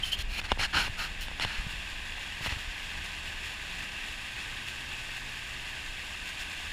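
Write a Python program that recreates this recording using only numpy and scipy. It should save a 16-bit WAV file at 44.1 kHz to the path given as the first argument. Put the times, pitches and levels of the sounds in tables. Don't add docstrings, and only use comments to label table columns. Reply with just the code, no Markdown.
import sys
import numpy as np
from scipy import signal
from scipy.fft import rfft, irfft
from scipy.io import wavfile

SR = 44100
rng = np.random.default_rng(int(sys.argv[2]) if len(sys.argv) > 2 else 0)


def materialize(psi):
    bounded = np.clip(np.atleast_2d(psi).T, -1, 1)
    quanta = np.round(bounded * 32767).astype(np.int16)
    wavfile.write(sys.argv[1], SR, quanta)


N = 296686
TIME = np.arange(N) / SR
HZ = np.fft.rfftfreq(N, 1 / SR)

# (frequency [Hz], relative density [dB per Hz])
WATER_COLOUR = [(100, -21.5), (300, -10.5), (480, -15.5), (850, -7.5), (1250, -8), (1600, 0), (2200, 0.5),
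                (3400, -3), (4200, -10), (5500, -15), (7500, -17), (10300, -23), (12500, -31),
                (15500, -30.5)]
# (centre [Hz], width [Hz], height [dB])
PORT_PEAKS = [(1391, 120, -11.5), (1750, 400, 0), (2168, 360, -4), (2703, 410, 4), (3020, 200, -3.5),
              (4010, 81, -7), (6070, 490, -4.5), (7260, 680, 2), (8440, 1900, -2.5)]
# (time [s], level [dB])
RUSH_LEVEL_DB = [(0, -40), (.3, -46), (.7, -42), (1.35, -42.5), (1.55, -39.5), (1.9, -40), (3.5, -39.5),
                 (6.1, -40.5), (6.73, -39.2)]
SPRAY_LIFT_DB, SPRAY_DB_PER_S, SHADE_DB, WINDOW_S = -1.1, 0.45, -0.5, 1.6

# (frequency [Hz], relative density [dB per Hz])
RUMBLE_COLOUR = [(10, -11), (27, 5), (45, -3), (62, -4), (100, -10.5), (135, -14), (180, -14), (240, -18.5),
                 (320, -22), (450, -26), (900, -37), (4000, -90)]
# (frequency [Hz], relative density [dB per Hz])
BUFFET_COLOUR = [(10, -3), (26, 6), (48, -0.5), (75, -8), (130, -19), (200, -19.5), (300, -38), (700, -25),
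                 (3000, -80)]
ROAD_DB, TURNING_DB, TURN_END_S, TURN_SETTLE_S = -47, -41, 0.73, 2

# (frequency [Hz], relative gain [dB])
EXHAUST_GAIN = [(75, 2.5), (100, -5.5), (122, 2.5), (150, -7.5), (175, 7.5), (205, -6.5), (240, -3),
                (300, -11), (360, -9), (410, -6.5), (470, -40)]
# (time [s], mean firing rate [Hz], mean level [dB])
OWN_ENGINE_TRACK = [(0, 71, -65), (1.9, 70, -54.5), (3.6, 72.5, -57), (4.6, 72, -65.5), (5.8, 73.2, -60),
                    (6.73, 78.6, -52)]
# (start [s], end [s], mean level [dB], from rate [Hz], towards rate [Hz], time constant [s])
GEAR_REVS = [(0, .52, -56, 93, 108.5, 0.3), (0.651, 1.302, -57.5, 96.1, 84, 0.37),
             (2.8, 3.55, -64, 79.6, 102.2, .55), (3.552, 5.95, -56, 68.9, 124.4, .44)]
REV_FADE_IN_SHARE, REV_FADE_OUT_SHARE = 0.12, 0.16

# (start [s], strongest [s],
# end [s], level before swell [dB], treble tilt [dB per octave], air pocket [Hz], upper edge [Hz])
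RUB_STROKES = [(.017, .066, .12, -38.5, 5, 3100, 12000), (0.115, 0.126, .16, -33, 3.5, 3020, 16000),
               (0.168, .219, .228, -36, 2, 3300, 16000), (0.278, .354, 0.4, -38, 0.5, 2400, 16000),
               (0.367, 0.405, 0.4, -32.5, 0, 2330, 16000), (0.437, .444, .48, -37.5, -.5, 1580, 11000),
               (0.477, 0.524, .53, -35, -2.5, 2100, 12000), (0.583, 0.604, 0.62, -30.5, 0.5, 2060, 11000),
               (0.608, 0.638, 0.67, -26.5, 0.3, 1650, 10100), (0.727, 0.737, 0.8, -30.5, -4, 1580, 11000),
               (0.736, 0.781, .83, -27.5, -0.5, 1540, 13000), (.79, 0.832, 0.896, -33.5, 0, 1550, 13000),
               (0.97, 1.015, 1.087, -33.5, 0, 1360, 16000), (1.209, 1.21, 1.268, -38.5, 5, 3020, 16000),
               (1.4, 1.426, 1.46, -29.5, -0.7, 1980, 10900), (1.437, 1.5, 1.67, -38.5, -1, 1730, 11000),
               (2.407, 2.47, 2.485, -34.5, 0.6, 2000, 16000),
               (2.491, 2.493, 2.57, -36.5, -0.5, 1970, 12000)]
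# (frequency [Hz], relative density [dB per Hz])
SKIN_COLOUR = [(60, -7), (200, -2), (480, -13), (850, -2), (1500, 0.5), (3000, -1.5), (4500, -5),
               (7000, -12), (10000, -19.5), (15500, -18.5)]
# (centre [Hz], width [Hz], height [dB])
CASE_PEAKS = [(1120, 180, -5.5), (2330, 200, 1.5), (2850, 690, 8), (3500, 520, -1), (4230, 500, 7.5),
              (4900, 210, 1.5), (5380, 480, 3.5), (6030, 290, -3.5), (6860, 330, 2.5), (8600, 710, -5),
              (9800, 1600, 5.5)]
POCKET_DB, POCKET_HALF_WIDTH_HZ = 9, 203

# (start [s], strongest [s], end [s], level before swell [dB], mean pitch [Hz])
SQUEAK_STROKES = [(0.028, .039, 0.049, -27, 3116), (0.04, 0.082, 0.15, -44, 3050),
                  (0.115, 0.134, 0.14, -25.5, 3120), (.135, 0.143, 0.17, -35, 3170)]
# (time [s], peak level [dB], dull modes against bright ones [dB])
FINGER_TAPS = [(0.1899, -23, -25), (.39, -25, -8), (.415, -25, -12), (.4408, -39, -15), (.5179, -7, -3.5),
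               (0.5229, -18.5, -1), (.574, -30, 12), (.594, -28, 15), (0.61, -27.5, 6), (.872, -29, -6),
               (.879, -25.5, -3), (1.283, -24, -10), (1.314, -30, 2), (1.3975, -16, -11.5),
               (1.4483, -15, -6.5), (2.410, -33, 0), (2.4609, -19, -5.5), (2.470, -24.5, 1),
               (2.524, -24, -6)]
# (frequency [Hz], relative level [dB], t60 [s])
CASE_MODES = [(246, -5, 0.019), (508, -5, 0.016), (900, 6.5, 0.0084), (1500, -2, 0.0062),
              (2320, -10.5, 0.0071), (2910, -8.5, 0.018), (3506, -5.5, 0.013), (5300, -13, .007),
              (9000, -19, 0.0062)]
# (time [s], peak level [dB], swing frequency [Hz])
GRIP_PRESSES = [(0.193, -28, 66.5), (0.237, -27.5, 25), (0.439, -32, 45), (.521, -24, 55), (.59, -29.5, 80),
                (0.756, -29, 69.5), (.895, -31.5, 87.5), (1.111, -32, 42), (1.447, -26.5, 85.6),
                (1.584, -25, 37.7), (1.596, -36, 139), (1.666, -29.5, 134), (1.735, -36, 151),
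                (2.408, -32, 107), (2.461, -32, 169), (2.477, -29.5, 76), (2.521, -28, 62),
                (2.565, -32, 85), (2.674, -33.5, 35.07)]

# (time [s], level before swell [dB])
CREST_SPLASHES = [(1.709, -41.5), (2.6, -42), (3.055, -41.5), (3.26, -45.5), (3.457, -39.5), (4.07, -45.5),
                  (4.683, -41), (5.16, -42.5), (6.282, -39.5), (6.408, -39)]
SPLASH_RISE_S, SPLASH_FALL_S = 0.033, 0.055

EDGE_HZ = 15430


def amp(db):
    return 10 ** (np.asarray(db) / 20)


def unit(x):
    return x / np.sqrt(np.mean(x ** 2) + 1e-20)


def curve(rows, column=1):
    rows = np.array(rows)
    return np.interp(TIME, rows[:, 0], rows[:, column])


def colour(points, peaks=()):
    hz, db = np.transpose(points)
    smooth_db = np.interp(np.log(HZ + 1), np.log(hz), db)
    bells_db = sum(height * 2 ** -((2 * (HZ - centre) / width) ** 2) for centre, width, height in peaks)
    return smooth_db + bells_db


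def shaped(x, db):
    return unit(irfft(rfft(x) * amp(db), N))


def drift(rate_hz):
    spectrum = rfft(rng.standard_normal(N))
    return unit(irfft(spectrum * np.exp(-(HZ / rate_hz) ** 2), N))


def clicks(per_s, spread_db):
    size = amp(spread_db * np.minimum(rng.exponential(1, N), 6))
    return size * rng.choice([-1, 1], N) * (rng.random(N) < per_s / SR)


def stroke(start_s, top_s, end_s):
    ramp = np.interp(TIME, np.sort([start_s, top_s, end_s]), [0, 1, 0])
    return np.sin(np.pi / 2 * ramp)


def add(mix, time_s, sound):
    part = mix[max(round(time_s * SR), 0):][:len(sound)]
    part += sound[:len(part)]


def bubbles(count=48):
    out = np.zeros(N)
    for hz in np.geomspace(500, 12000, count):
        cycles = np.arange(0, 50, hz / SR)
        ring = np.exp(-cycles / 7) * np.sin(2 * np.pi * cycles * (1 + 0.0018 * cycles))
        births = clicks(per_s=90 * np.sqrt(hz / 2500), spread_db=2.5)
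        out += np.sqrt(hz) * unit(signal.oaconvolve(births, ring)[:N])
    return unit(out)


def bow_wave():
    spray = unit(clicks(per_s=2500, spread_db=2.5))
    foam = rng.standard_normal(N)
    water = foam + amp(-5.5) * bubbles() + amp(-4) * spray
    water = shaped(water, colour(WATER_COLOUR, PORT_PEAKS))

    above_5khz = 1 / (1 + (5000 / (HZ + 1)) ** 4)
    fizz = irfft(rfft(water) * above_5khz, N)
    shade_db = SHADE_DB / (1 + (TIME / WINDOW_S) ** 20)
    lift_db = SPRAY_LIFT_DB + SPRAY_DB_PER_S * TIME + shade_db
    water = water + fizz * (amp(lift_db + 0.5 * drift(rate_hz=37)) - 1)

    surge_db = 0.35 * drift(rate_hz=4.4) + 0.37 * drift(rate_hz=25)
    return water * amp(curve(RUSH_LEVEL_DB) + surge_db)


def rumble():
    turning = np.clip(1 - (TIME - TURN_END_S) / TURN_SETTLE_S, 0, 1)
    road = shaped(rng.standard_normal(N), colour(RUMBLE_COLOUR))
    road = road * amp(ROAD_DB + 0.63 * drift(rate_hz=10))
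    buffet = shaped(rng.standard_normal(N), colour(BUFFET_COLOUR))
    buffet = buffet * amp(TURNING_DB + 1.5 * drift(rate_hz=12))
    return road + turning * buffet


def engine(rate_hz, level_db, fall_db_per_octave, count=4):
    firing_hz = rate_hz * (1 + 0.0063 * drift(rate_hz=7.3))
    phase = 2 * np.pi * np.cumsum(firing_hz) / SR
    orders = np.arange(1, count + 1)[:, None]
    pipe_db = np.interp(orders * firing_hz, *np.transpose(EXHAUST_GAIN))
    gains = amp(pipe_db - fall_db_per_octave * np.log2(orders))
    hum = unit((gains * np.sin(orders * phase)).sum(0))
    return hum * amp(level_db + 1.1 * drift(rate_hz=12))


def own_engine():
    rate_hz = curve(OWN_ENGINE_TRACK)
    level_db = curve(OWN_ENGINE_TRACK, column=2)
    return engine(rate_hz, level_db, fall_db_per_octave=15)


def other_engine():
    out = np.zeros(N)
    for start_s, end_s, db, from_hz, to_hz, lag_s in GEAR_REVS:
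        elapsed_s = np.maximum(TIME - start_s, 0)
        rate_hz = to_hz + (from_hz - to_hz) * np.exp(-elapsed_s / lag_s)
        progress = (TIME - start_s) / (end_s - start_s)
        fade_in, fade_out = progress / REV_FADE_IN_SHARE, (1 - progress) / REV_FADE_OUT_SHARE
        heard = np.clip(np.minimum(fade_in, fade_out), 0, 1)
        out += heard * engine(rate_hz, db, fall_db_per_octave=3.0)
    return out


def rubs():
    slips = rng.standard_normal(N) + 0.8 * unit(clicks(per_s=5000, spread_db=1.0))
    slips = slips * amp(0.7 * drift(rate_hz=140))
    slips = shaped(slips, colour(SKIN_COLOUR, CASE_PEAKS))
    out, size = np.zeros(N), SR // 4
    hz = np.fft.rfftfreq(size, 1 / SR)
    for start_s, top_s, end_s, db, tilt_db, pocket_hz, edge_hz in RUB_STROKES:
        pocket_db = POCKET_DB / (1 + ((hz - pocket_hz) / POCKET_HALF_WIDTH_HZ) ** 2)
        treble_db = tilt_db * np.log2(np.maximum(hz, 900) / 900)
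        touch = amp(treble_db) / np.sqrt(1 + (hz / edge_hz) ** 8)
        first = max(round(start_s * SR), 0)
        span = slice(first, first + size)
        scrape = unit(irfft(rfft(slips[span]) * amp(pocket_db) * touch, size))
        out[span] += amp(db) * scrape * stroke(start_s, top_s, end_s)[span]
    return out


def squeaks():
    turns_s = np.cumsum(1 + 0.02 * drift(rate_hz=380)) / SR
    grip = amp(2.6 * drift(rate_hz=220))
    out = np.zeros(N)
    for start_s, top_s, end_s, db, hz in SQUEAK_STROKES:
        whistle = unit(np.sin(2 * np.pi * hz * turns_s))
        out += amp(db) * stroke(start_s, top_s, end_s) ** 2 * whistle
    return grip * out


def taps():
    out, t = np.zeros(N), np.arange(SR // 20) / SR
    contact = 1 - np.exp(-(t / 0.0005) ** 2)
    grit_lowpass = signal.butter(4, 9000, fs=SR, output="sos")
    for time_s, db, dull_db in FINGER_TAPS:
        ring = np.zeros(len(t))
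        for k, (hz, level_db, t60_s) in enumerate(CASE_MODES):
            mode_db = level_db + dull_db * (hz < 1200) - 60 * t / t60_s
            ring += (-1) ** k * amp(mode_db) * np.sin(2 * np.pi * hz * t)
        grit = signal.sosfilt(grit_lowpass, rng.standard_normal(len(t)))
        tick = amp(-27.5 - dull_db - 60 * t / 0.019) * grit
        blow = contact * (ring + tick)
        add(out, time_s, amp(db) * blow / abs(blow).max())
    return out


def presses():
    out = np.zeros(N)
    for time_s, db, hz in GRIP_PRESSES:
        cycles = np.arange(SR // 5) * hz / SR
        swing = -np.sin(2 * np.pi * cycles) * cycles * np.exp(-cycles / 0.31)
        add(out, time_s, amp(db) * swing / abs(swing).max())
    return out


def splashes():
    brighter_db = 3 * np.log2(1 + HZ / 3000)
    drops = clicks(per_s=6000, spread_db=3.0)
    drops = shaped(drops, colour(WATER_COLOUR, PORT_PEAKS) + brighter_db)
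    swell = np.zeros(N)
    for time_s, db in CREST_SPLASHES:
        swell += amp(db) * stroke(time_s - SPLASH_RISE_S, time_s, time_s + SPLASH_FALL_S) ** 2
    return drops * swell


def scene():
    outside = bow_wave() + rumble() + own_engine() + other_engine() + splashes()
    fingers = rubs() + squeaks() + taps() + presses()
    return (outside + fingers)[None]


def record(dry):
    lowpass = signal.firwin(1023, EDGE_HZ, window=("kaiser", 9), fs=SR)
    return signal.oaconvolve(dry, lowpass[None], "same")


dry = scene()
out = record(dry)
materialize(out)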